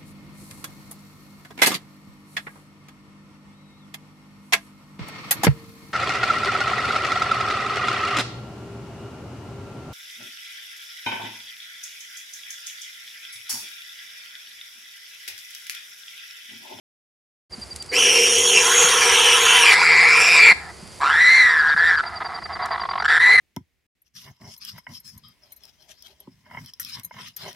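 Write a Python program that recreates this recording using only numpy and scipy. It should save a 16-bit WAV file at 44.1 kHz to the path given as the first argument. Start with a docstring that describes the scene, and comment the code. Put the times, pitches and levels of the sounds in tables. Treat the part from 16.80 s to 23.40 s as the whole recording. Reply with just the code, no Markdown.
"""Warthog seized by lions

Dry bush at dusk: one long harsh scream breaks into a wail, then hoarse croaks and arching squeals.
The voice is a high whistle chopped by the slow, uneven flutter of the throat, with rasping noise in every puff.
Around it a cricket plays short sagging tones with two rests, grass rustles, twigs snap and low thumps fall:
bodies on the ground and one gulp of the throat. Noise tails give a faint echo from the bush; a low drone
and open air lie beneath."""
import sys
import numpy as np
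from scipy import signal
from scipy.fft import rfft, irfft, next_fast_len
from scipy.io import wavfile
from scipy.ndimage import uniform_filter1d, map_coordinates

SR = 44100
rng = np.random.default_rng(int(sys.argv[2]) if len(sys.argv) > 2 else 0)


def store_pcm(level_fs):
    """Save levels as 16-bit WAV."""
    pcm = np.round(np.clip(level_fs, -1, 1) * 32767).astype(np.int16)
    wavfile.write(sys.argv[1], SR, np.atleast_2d(pcm).T)


N = 291045

# Table and setting levels are relative: the mixes below trim them.


def amp(db):
    """Decibels to gain."""
    return 10 ** (np.asarray(db) / 20)


def unit(x):
    """Scale to rms 1."""
    return x / np.sqrt(np.mean(x ** 2) + 1e-20)


def clock():
    """Time of every sample in seconds."""
    return np.arange(N) / SR


def since(s):
    """Seconds gone by after a moment, 0 before it."""
    return np.maximum(clock() - s, 0)


def along(points, hz):
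    """Interpolate (Hz, value) points on a log axis."""
    f, v = np.transpose(points)
    return np.interp(np.log(hz + 1), np.log(f + 1), v)


def curves(rows):
    """One value per sample for each column after the time."""
    s, *cols = np.transpose(rows)
    return [np.interp(clock(), s, c) for c in cols]


def window(start, end, edge):
    """1 between two times, with sloping edges."""
    return np.clip(np.minimum(clock() - start, end - clock()) / edge + .5, 0, 1)


def bump(s, half_s):
    """A bell in time around s, peak 1."""
    return np.exp(-((clock() - s) / half_s) ** 2)


def blow(s, rise_s):
    """A quick swell that peaks after rise_s and dies away."""
    swell = since(s) / rise_s
    return swell * np.exp(1 - swell)


def wobble(rate):
    """A smooth random curve, rate knots a second."""
    return map_coordinates(rng.standard_normal(int(N * rate / SR) + 4), [clock() * rate])


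def filtered(x, response):
    """Multiply the spectrum of x by a response of frequency."""
    m = next_fast_len(N + SR // 2)
    return irfft(rfft(x, m) * response(np.fft.rfftfreq(m, 1 / SR)), m)[..., :N]


def noise(spectrum, gate=1):
    """Gated noise of rms 1 with a given colour."""
    return unit(filtered(gate * rng.standard_normal(N), lambda hz: amp(along(spectrum, hz))))


def ring(modes, gate=1):
    """Gated noise of rms 1 in resonances, each squared to steepen it."""
    def body(f):
        return sum(amp(db) * (1j * f * w / (c * c - f * f + 1j * f * w)) ** 2 for c, w, db in modes)
    return unit(filtered(gate * rng.standard_normal(N), body))


def formant(centre, width_hz, gate):
    """Gated noise of rms 1 in a resonance that moves."""
    slow = filtered(gate * rng.standard_normal((2, N)), lambda hz: 1 / (1 + (2 * hz / width_hz) ** 2))
    phase = 2 * np.pi * np.cumsum(centre) / SR
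    return unit(slow[0] * np.cos(phase) + slow[1] * np.sin(phase))


def patches(x, depth_db):
    """Turbulence shifts: narrow bands swell and fade on their own."""
    z = signal.stft(x, nperseg=512)[2]
    field = rng.standard_normal(z.shape)
    field = uniform_filter1d(uniform_filter1d(field, size=3, axis=0), size=9, axis=1)
    return unit(signal.istft(z * amp(depth_db * unit(field)), nperseg=512)[1][:N])


# Colour of the open air. Each row: frequency in Hz, density in dB per Hz.
AIR_SPECTRUM = [(15, -55), (25, -84), (60, -5), (125, -2), (186, -1), (299, -8.5), (353, 0.5), (399, -4),
                (712, -6.5), (858, -6.5), (1810, -12), (2040, -8.5), (3500, -23), (4550, -63), (7700, -120)]


def background():
    """Coloured noise of open air and a low, distant drone, a little different at each ear."""
    def bed():
        return amp(-47) * noise(AIR_SPECTRUM) + amp(-51.0) * ring([(74.7, 38, 0)])
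    side = amp(-7) * np.array([[1], [-1]])
    return bed() + side * bed()


# Trampled grass. Each row: time in seconds, level in dB.
GRASS_LEVEL = [(.69, -54), (.8, -48.5), (1.1, -52.5), (3.8, -52), (4.15, -49), (5.3, -57.5), (6.6, -63)]
# Colour of dry straw. Each row: frequency in Hz, density in dB per Hz.
STRAW_SPECTRUM = [(50, -25), (200, 10.5), (600, -26), (1500, -8), (3000, 5.5), (7000, 8.5), (10300, 9),
                  (11500, -5.5), (14000, -10), (15500, -59)]
# Twig snaps. Each row: start in seconds, starting level in dB.
TWIG_SNAPS = [(0.961, -26), (0.9714, -41), (1.0242, -28.5), (1.061, -40), (5.858, -31)]
# Low thumps: bodies on the ground, but at 4.945 s a low gulp of the throat as the voice catches.
# Each row: start in seconds, frequency in Hz, peak level in dB.
LOW_THUMPS = [(.78, 230, -34.5), (1.76, 179.2, -41), (2.042, 175, -31), (3.715, 181, -31),
              (4.027, 184, -34), (4.945, 185.3, -35)]


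def scuffle():
    """Grass is flickering noise, twigs are decaying noise without bass, thumps and gulp are brief low tones."""
    grass_gain = amp(curves(GRASS_LEVEL)[0] + 0.4 * wobble(8.5))
    out = grass_gain * noise(STRAW_SPECTRUM, amp(2.5 * wobble(700)))
    crack = unit(filtered(noise(STRAW_SPECTRUM), lambda hz: hz / (hz + 1500)))  # a thin twig has no body
    for s, db in TWIG_SNAPS:
        age = since(s)
        out = out + amp(db - 60 * age / 0.021) * crack * (age > 0)
    for s, hz, db in LOW_THUMPS:
        out = out + amp(db) * blow(s, rise_s=0.0042) * np.sin(2 * np.pi * hz * clock())
    return out


# Cricket timing. Each row: chirp number, time in seconds.
CHIRP_TIMES = [(0, .722), (4, 1.09), (43, 4.692), (50, 5.355), (55, 5.82), (60, 6.278), (64, 6.645)]
# Cricket rests. Each row: start in seconds, end in seconds.
CRICKET_RESTS = [(3.67, 4.68), (6.33, 6.7)]


def cricket(top_hz=4840, fall_hz=230, length_s=0.029, level_db=-31):
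    """Each wing stroke is a short tone that sags in pitch; others far off are a band of noise."""
    number, s = np.transpose(CHIRP_TIMES)
    period_s = np.mean(np.diff(s) / np.diff(number))
    age = np.interp(clock(), s, number) % 1 * period_s
    stroke = np.clip(age / length_s, 0, 1)
    phase = 2 * np.pi * np.cumsum(top_hz - fall_hz * stroke ** 0.87) / SR
    envelope = np.abs(np.sin(np.pi * stroke)) ** 0.49
    awake = 1 - sum(window(a, b, .01) for a, b in CRICKET_RESTS)
    return amp(level_db) * envelope * np.sin(phase) * awake + amp(-51.5) * ring([(4730, 650, 0)])


def flutter(rate, depth, rough, jitter=.36):
    """Uneven throat opening: cycle count, opening 0-1, puffs with running mean power 1, roughness, depth."""
    depth, rough = np.clip(depth, 0, 1), np.clip(rough, .02, 1.2)
    cycles = np.cumsum(rate * np.exp(jitter * np.sqrt(rough) * wobble(260))) / SR
    opening = (.5 - .5 * np.cos(2 * np.pi * cycles)) ** 1.328
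    puffs = 1 - depth + depth * opening
    puffs = puffs / np.sqrt(np.abs(uniform_filter1d(puffs ** 2, SR // 25)))
    return cycles, opening, puffs, rough, depth


def whistle(pitch, throat, smear=.13, bend=0.11, waver=.008):
    """Phase of the whistle: it bends upward within each puff and scatters when the throat is rough."""
    cycles, opening, puffs, rough, depth = throat
    scatter = smear * rough * wobble(1100) * (1.5 - opening)
    glide = bend * depth * np.sin(2 * np.pi * cycles)
    drift = scatter - glide + waver * wobble(45)
    return 2 * np.pi * np.cumsum(pitch * (1 + drift)) / SR


def partial(phase, order):
    """One harmonic of the whistle, rms 1."""
    return np.sqrt(2) * np.sin(order * phase)


# Snout cavities. Each row: frequency in Hz, width in Hz, level in dB.
SNOUT_MODES = [(473, 48, -0.5), (390, 20, -7)]
SNOUT_TONE_HZ, SNOUT_TONE_DB = 488, -7.5


def snout(throat):
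    """The snout's boom: puffs in its cavities around a firm, wavering note."""
    phase = whistle(SNOUT_TONE_HZ, throat, smear=0.034, bend=0.022, waver=.035)
    note = throat[2] * partial(phase, order=1)
    return amp(-2.5) * ring(SNOUT_MODES, throat[2]) + amp(SNOUT_TONE_DB) * note


# Scream. Each row: time in seconds, whistle pitch in Hz, whistle level in dB.
SCREAM_PATH = [(1.125, 2150, -23), (1.191, 3000, -17), (1.38, 2758, -17), (1.55, 2915, -23.5),
               (1.68, 3304, -21.5), (1.784, 2679, -13), (1.85, 3151, -31), (2.02, 3296, -22),
               (2.27, 2893, -27.5), (2.39, 3153, -15.5), (2.53, 2923, -15.5), (2.63, 3358, -25),
               (2.69, 3080, -12.5), (2.81, 3013, -16.5), (2.869, 2537, -12), (2.944, 2120, -11)]
# Lowest mouth resonance, moving with the jaw. Each row: time in seconds, frequency in Hz.
JAW_RESONANCE = [(1.8, 871.5), (1.95, 1150), (2.12, 1150), (2.3, 957.3), (2.48, 853.8), (2.62, 1069),
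                 (2.8, 953.6)]
# Colour of the rasp. Each row: frequency in Hz, density in dB per Hz.
HARSH_SPECTRUM = [(600, -22), (740, -1), (1000, 2), (1500, 2), (2300, 0.5), (3300, -2), (4400, -12),
                  (5200, -32), (7000, -39), (12000, -70)]
# Colour of the hiss. Each row: frequency in Hz, density in dB per Hz.
HISS_SPECTRUM = [(3000, 2.5), (5200, -1.5), (6800, -25), (7700, -3), (8700, 6), (9800, 7), (10500, -6),
                 (11200, -1), (13000, -13), (14200, -23), (15500, -68)]
# Shrill ring above the voice. Each row: frequency in Hz, width in Hz, level in dB.
SHRILL_MODES = [(6590, 560, 0)]
# The ring flares when the scream is pushed highest. Each row: time in seconds, half length in seconds, lift in dB.
SHRILL_FLARES = [(1.71, 0.34, 15), (2.016, 0.065, 19), (2.67, .13, 13)]
SHRILL_DB, SCREAM_HISS_DB = -29, -26.5
TEAR_S, TEAR_LENGTH_S = 1.735, .11  # the scream tears into a rasp
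RASP_DB, TEAR_RASP_DB, RASP_GROWTH_DB_PER_S = -40.5, 15, 2.5  # at first, added by the tear, growth
OCTAVE_DB, OCTAVE_FADE_DB_PER_S2 = -18.5, 1.37
SNOUT_DB, SNOUT_FADE_DB_PER_S = -22.5, 2.5
TREBLE_LAG_DB, TREBLE_LAG_S = -12, 0.027  # the treble arrives as the mouth opens
# a firm upper strand that follows the whistle only a little
STRAND_HZ, STRAND_FOLLOW, STRAND_DB, STRAND_END_S = 3193, .3, -25.5, 3.7


def scream():
    """Wide mouth: a whistle, part firm and part torn, over a loud rasp; snout boom below, shrill ring above."""
    pitch, whistle_db = curves(SCREAM_PATH)
    start_s, end_s = SCREAM_PATH[0][0], SCREAM_PATH[-1][0]
    age = since(start_s)
    tear = np.clip(since(TEAR_S) / TEAR_LENGTH_S, 0, 1)
    opening_db = TREBLE_LAG_DB * np.exp(-age / TREBLE_LAG_S)
    flare_db = sum(db * bump(s, half_s) for s, half_s, db in SHRILL_FLARES)
    octave_db = OCTAVE_DB - OCTAVE_FADE_DB_PER_S2 * age ** 2 + opening_db
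    octave_db = octave_db - 0.15 * flare_db  # a flare draws from the octave
    rasp_db = RASP_DB + TEAR_RASP_DB * tear + RASP_GROWTH_DB_PER_S * age
    hiss_db = SCREAM_HISS_DB + opening_db
    snout_db = SNOUT_DB - SNOUT_FADE_DB_PER_S * age
    shrill_db = SHRILL_DB + flare_db + opening_db

    throat = flutter(rate=248 * (pitch / 3000) ** .8, depth=.56 - 0.15 * tear,
                     rough=.45 + .42 * tear, jitter=.28)
    puffs = throat[2]
    torn = whistle(pitch, throat, smear=.11, bend=0.1, waver=0.014)
    core = whistle(pitch, throat, smear=.015, bend=.06, waver=.008)
    strand_hz = STRAND_HZ * (pitch / 3000) ** STRAND_FOLLOW
    strand = whistle(strand_hz, throat, smear=0.0197, bend=0.023)
    jaw = whistle(curves(JAW_RESONANCE)[0], throat, smear=0.049, bend=0.12, waver=0.0285)

    def blend(order):
        return .68 * partial(core, order) + .73 * partial(torn, order)

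    tone = amp(whistle_db - 2.5) * blend(order=1) + amp(octave_db - 2.5) * blend(order=2)
    overtones = 1.23 * partial(torn, order=3) + 0.5 * partial(core, order=3) + 0.21 * partial(core, order=4)
    tone = tone + amp(hiss_db - 6.5) * overtones
    strand_gain = amp(STRAND_DB + opening_db) * window(start_s, STRAND_END_S, 0.026)
    tone = tone + strand_gain * partial(strand, order=1)
    growl = amp(rasp_db - 9) * partial(jaw, order=1)

    air = amp(rasp_db + 3.0) * patches(noise(HARSH_SPECTRUM, puffs), depth_db=4.0)
    air = air + amp(whistle_db - 6.5) * patches(formant(.88 * pitch, 590, puffs), depth_db=0.5)
    air = air + amp(hiss_db) * patches(noise(HISS_SPECTRUM, puffs), depth_db=5.5)

    cavities = amp(snout_db) * snout(throat) + amp(shrill_db - 9.0) * ring(SHRILL_MODES, puffs)
    cavities = cavities + amp(octave_db - 9.5) * ring([(5640, 130, 0)], puffs)
    # the mouth radiates no bass
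    mouth = filtered(puffs * (tone + growl) + air, lambda hz: 1 - 1 / (1 + (hz / 620) ** 8))
    return (mouth + cavities) * window(start_s, end_s, 0.027)


# Colour of the hoarse rasp. Each row: frequency in Hz, density in dB per Hz.
HOARSE_SPECTRUM = [(50, -55), (150, -40), (300, -39), (450, 1), (590, -11), (720, -1), (1000, 2.5),
                   (1900, 6), (2700, -15.5), (3600, -4), (5500, -13.5), (12000, -99)]
# Colour of the hiss of wail and squeals. Each row: frequency in Hz, density in dB per Hz.
BREATHY_SPECTRUM = [(4000, -26), (5400, -9), (6800, 3), (7600, 6.5), (8800, -2), (10300, -2), (11200, -11),
                    (12800, -34), (14000, -29), (15500, -57)]
# Snout response to the flutter. Each row: frequency in Hz, gain in dB.
HUM_RESPONSE = [(60, -52), (170, -11.5), (270, -38), (380, -0.5), (500, 6.5), (620, 17), (1000, -41)]


def narrow_mouth(throat, pitch, whistle_db, octave_db, rasp_db, hiss_db, overtone_db,
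                 tongue_hz, tongue_db, snout_db, torn_db):
    """Narrower mouth: the whistle dominates, overtones follow it and air sings in resonances around it."""
    puffs, rough = throat[2:4]
    phase = whistle(pitch, throat, smear=0.14, bend=0.0827, waver=.006)
    overtones = 0.43 * partial(phase, order=3) + 0.21 * partial(phase, order=4) + 0.23 * partial(phase, order=5)
    tone = amp(whistle_db - 2.5) * partial(phase, order=1) + amp(octave_db - 4.5) * partial(phase, order=2)
    tone = tone + amp(hiss_db + overtone_db) * overtones
    air = amp(rasp_db) * patches(noise(HOARSE_SPECTRUM, puffs), depth_db=3.5)
    air = air + amp(hiss_db) * patches(noise(BREATHY_SPECTRUM, puffs), depth_db=6.0)
    upper = amp(hiss_db + tongue_db) * patches(formant(tongue_hz, 600, puffs), depth_db=1.5)
    torn = amp(whistle_db + torn_db) * np.sqrt(rough) * formant(.92 * pitch, 380, puffs)
    torn = torn + amp(octave_db - 6.5) * formant(2 * pitch, 410, puffs)  # the octave frays too
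    # the flutter itself, through the snout
    hum = unit(filtered(puffs - puffs.mean(), lambda hz: amp(along(HUM_RESPONSE, hz))))
    return puffs * tone + air + upper + torn + amp(rasp_db + snout_db) * hum


# Wail. Each row: time in seconds, whistle pitch in Hz, whistle level in dB.
WAIL_PATH = [(2.93, 2006, -14), (3.03, 2291, -15.5), (3.111, 2184, -11), (3.269, 2199, -11),
             (3.421, 2493, -14.5), (3.55, 2433, -11.5), (3.705, 2240, -5.5), (3.727, 2006, -9.5)]
# Upper mouth resonance. Each row: time in seconds, frequency in Hz.
TONGUE_RESONANCE = [(2.95, 4943), (3.15, 4800), (3.43, 5362), (3.55, 5124), (3.66, 4380), (3.73, 4237)]


def wail(slack_hz=2200, taut_hz=2470):
    """A lower, rasping wail; pushing higher speeds the flutter and adds hiss, and the snout booms on."""
    pitch, whistle_db = curves(WAIL_PATH)
    effort = np.clip((pitch - slack_hz) / (taut_hz - slack_hz), 0, 1)
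    throat = flutter(rate=160 + 36 * effort, depth=0.57, rough=.43)
    voice = narrow_mouth(throat, pitch, whistle_db, octave_db=whistle_db - 18.5, rasp_db=-21.0,
                         hiss_db=-34.5 + 6.9 * effort, overtone_db=-7.5,
                         tongue_hz=curves(TONGUE_RESONANCE)[0], tongue_db=6, snout_db=-21, torn_db=-8)
    return (voice + amp(-34.5) * snout(throat)) * window(WAIL_PATH[0][0], WAIL_PATH[-1][0], 0.0092)


# Rattling croaks. Each row: start in seconds, length in seconds, level in dB.
CROAK_BURSTS = [(3.764, 0.15, -36), (5.234, 0.01, -22), (5.252, 0.033, -26.5), (5.29, 0.1, -31),
                (5.404, 0.027, -22), (5.445, .03, -26.5), (5.487, 0.11, -29.5), (5.621, 0.01, -27.5),
                (5.656, 0.012, -26.5), (5.691, .052, -28.5), (5.753, 0.022, -26), (5.793, 0.079, -23.5),
                (5.882, 0.013, -27.5), (5.906, 0.06, -21)]
# Resonance of the slack mouth. 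Each row: time in seconds, frequency in Hz.
SLACK_MOUTH = [(3.8, 1818), (5.24, 1376), (5.45, 1139), (6.18, 1108), (6.25, 1560)]
# Runs of single snaps. Each row: start in seconds, period in seconds, count.
THROAT_SNAPS = [(5.977, .0188, 5), (6.088, .0222, 7)]
# Colour of the croak. Each row: frequency in Hz, density in dB per Hz.
CROAK_SPECTRUM = [(210, -49), (350, -39), (414, -7.5), (579, -11), (630, 1), (678, 6), (929, 5.5),
                  (1150, -4.5), (1270, 3.5), (1670, -0.5), (1980, 3), (2570, -21), (3790, -14.5),
                  (4300, -18), (5590, -49), (9460, -120)]
SNAP_RISE_S, SNAP_DB, SNAP_GROWTH_DB_PER_S = .0032, -23, 19  # the snaps swell toward the next squeal


def croaks():
    """Little pressure: bursts rattle hoarsely, then slow to single snaps of the throat that ring the mouth."""
    throat = flutter(rate=164, depth=0.51, rough=0.23)
    puffs = throat[2]
    pitch, = curves(SLACK_MOUTH)
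    rattle_gain = sum(amp(db) * window(s, s + length, 0.0088) for s, length, db in CROAK_BURSTS)
    snap_times = [s for first, period, count in THROAT_SNAPS for s in first + period * np.arange(count)]
    snap_gain = sum(blow(s, SNAP_RISE_S) for s in snap_times)
    snap_gain = snap_gain * amp(SNAP_DB + SNAP_GROWTH_DB_PER_S * since(THROAT_SNAPS[0][0]))
    mouth = partial(whistle(pitch, throat, smear=.25, bend=0.1, waver=.03), order=1)
    upper = partial(whistle(pitch, throat, smear=0.81), order=3)
    rattle = amp(-4.5) * noise(CROAK_SPECTRUM, puffs) + amp(-8.0) * puffs * mouth
    snap = amp(-5.5) * noise(CROAK_SPECTRUM) + amp(-3.0) * mouth + amp(-20.0) * upper
    return rattle_gain * rattle + snap_gain * snap


SLACK_HZ, TAUT_HZ = 1638, 2022  # pitch at no effort and at full effort
SQUEAL_DB, SQUEAL_RASP_DB = -15.8, -29.5  # whistle and rasp when slack
# added by full effort
EFFORT_WHISTLE_DB, EFFORT_OCTAVE_DB, EFFORT_HISS_DB, EFFORT_RASP_DB = 5.5, 25, 13.5, 1
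# added by the first rough rush of air, and its time to die away
ONSET_OCTAVE_DB, ONSET_HISS_DB, ONSET_RASP_DB, ONSET_S = 18.5, 10.5, 5.5, 0.181
# slight early dip in whistle level, second squeal only: centre after the start, half length
DIP_S, DIP_HALF_S = 0.18, 0.034


def squeal(arch, attack_s, slack_octave_db, slack_hiss_db, tongue_db, dip_db):
    """A rough onset, then an arch of effort: higher is louder and brighter, flutter faster and shallower."""
    pitch, = curves(arch)
    start_s, end_s = arch[0][0], arch[-1][0]
    age = since(start_s)
    effort = np.clip((pitch - SLACK_HZ) / (TAUT_HZ - SLACK_HZ), 0, 1)
    onset = np.exp(-(age / ONSET_S) ** 4) * (1 - effort)
    dip = np.exp(-((age - DIP_S) / DIP_HALF_S) ** 2)
    throat = flutter(rate=157 + 48 * effort ** 2, depth=.85 - 0.53 * effort, rough=.2 + .3 * onset, jitter=0.33)
    voice = narrow_mouth(throat, pitch,
                         whistle_db=SQUEAL_DB + EFFORT_WHISTLE_DB * effort + dip_db * dip,
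                         octave_db=slack_octave_db + EFFORT_OCTAVE_DB * effort + ONSET_OCTAVE_DB * onset,
                         rasp_db=SQUEAL_RASP_DB + EFFORT_RASP_DB * effort + ONSET_RASP_DB * onset,
                         hiss_db=slack_hiss_db + EFFORT_HISS_DB * effort + ONSET_HISS_DB * onset,
                         overtone_db=7, tongue_hz=5750 + 2.1 * (pitch - TAUT_HZ), tongue_db=tongue_db,
                         snout_db=-28, torn_db=-2)
    return voice * (1 - np.exp(-age / attack_s)) * window(start_s, end_s, 0.0087)


# One list per squeal. Each row: time in seconds, whistle pitch in Hz.
SQUEAL_ARCHES = [
    [(4.2, 1009), (4.25, 1221), (4.35, 1769), (4.42, 1962), (4.57, 2100), (4.82, 1660), (4.94, 1635),
     (5.09, 1850), (5.212, 1485)],
    [(6.24, 1519), (6.31, 1781), (6.39, 1793), (6.42, 1933), (6.57, 2083), (6.615, 1830)],
]
# One row per squeal. Each row: attack in seconds, slack octave in dB, slack hiss in dB,
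# tongue resonance over the hiss in dB, early dip of the whistle in dB (0 is none).
SQUEAL_SETTINGS = [(0.026, -47, -57, 4, 0), (0.0061, -49.5, -57, -18, -1)]
# The voice catches. Each row: time in seconds, half length in seconds, dip in dB.
VOICE_CATCHES = [(4.25, 0.0029, -1.5), (4.954, 0.0063, -39), (5.168, 0.0074, -12), (6.273, 0.0063, -39),
                 (6.392, 0.0049, -25), (6.573, 0.0054, -8)]
# Peaks and hollows in the voice. Each row: frequency in Hz, half width in Hz, gain in dB.
VOICE_COLOUR = [(610, 55, -9), (5080, 130, -4), (5720, 200, 3), (6170, 130, -11), (6530, 150, 2),
                (6990, 170, -8), (7550, 250, 5), (8060, 170, -9), (8800, 250, 2), (10100, 200, 3),
                (11200, 300, -4)]


def warthog():
    """All calls share one colour; brief dips make the voice catch, except in the croaks."""
    voice = scream() + wail()
    voice = voice + sum(squeal(arch, *row) for arch, row in zip(SQUEAL_ARCHES, SQUEAL_SETTINGS))
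    catch_db = sum(db * bump(s, half_s) for s, half_s, db in VOICE_CATCHES)

    def colour(f):
        low_cut = 1 - 1 / (1 + (f / 140) ** 6)
        return low_cut * amp(sum(db * np.exp(-((f - hz) / width) ** 2) for hz, width, db in VOICE_COLOUR))

    return filtered(voice * amp(catch_db) + croaks(), colour)


def ground(x, dull_hz=6000, delay_s=.00296):
    """A bounce off the ground combs the voice into strands; the grass dulls it."""
    def response(hz):
        bounce = .28 * np.exp(-2j * np.pi * hz * delay_s)
        return 1 + bounce / (1 + (hz / dull_hz) ** 2)
    return filtered(x, response)


# Echo decay. Each row: frequency in Hz, time to fall 60 dB in seconds.
BUSH_DECAY = [(200, 0.56), (2000, 0.3), (10000, 0.6)]


def bush(x):
    """Scattered echo from shrubs and trunks: convolution with decaying noise, separate for each ear."""
    hz, t, z = signal.stft(rng.standard_normal((2, SR // 2)), SR, nperseg=256)
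    decay = amp(-60 * t / along(BUSH_DECAY, hz)[:, None])
    tail = signal.istft(z * decay, SR, nperseg=256)[1]
    return signal.fftconvolve(x[None], tail / np.linalg.norm(tail[0]), axes=1)[:, :N]


# Ear balance. Each row: frequency in Hz, left minus right in dB.
EAR_BALANCE = [(60, -2), (500, -2), (1200, -1.2), (2300, 0.8), (4300, -2.5), (9000, 0.8)]


def scene():
    """The struggle is straight ahead, in the open; a slight tilt by frequency sets the ears apart."""
    fight = ground(warthog()) + scuffle()
    mix = fight + cricket() + amp(-13.5) * bush(fight) + background()
    return filtered(mix, lambda hz: amp(along(EAR_BALANCE, hz) * np.array([[.5], [-.5]])))


START_S, TOP_HZ = .695, 14800


def record(dry):
    """Fade in after a silent start, round off only the very loudest peaks, cut the top."""
    x = dry * np.clip((clock() - START_S) / 0.028, 0, 1)
    x = x / (1 + np.abs(x / .98) ** 12) ** (1 / 12)
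    return filtered(x, lambda hz: 1 / (1 + (hz / TOP_HZ) ** 80))


dry = scene()
out = record(dry)
store_pcm(out)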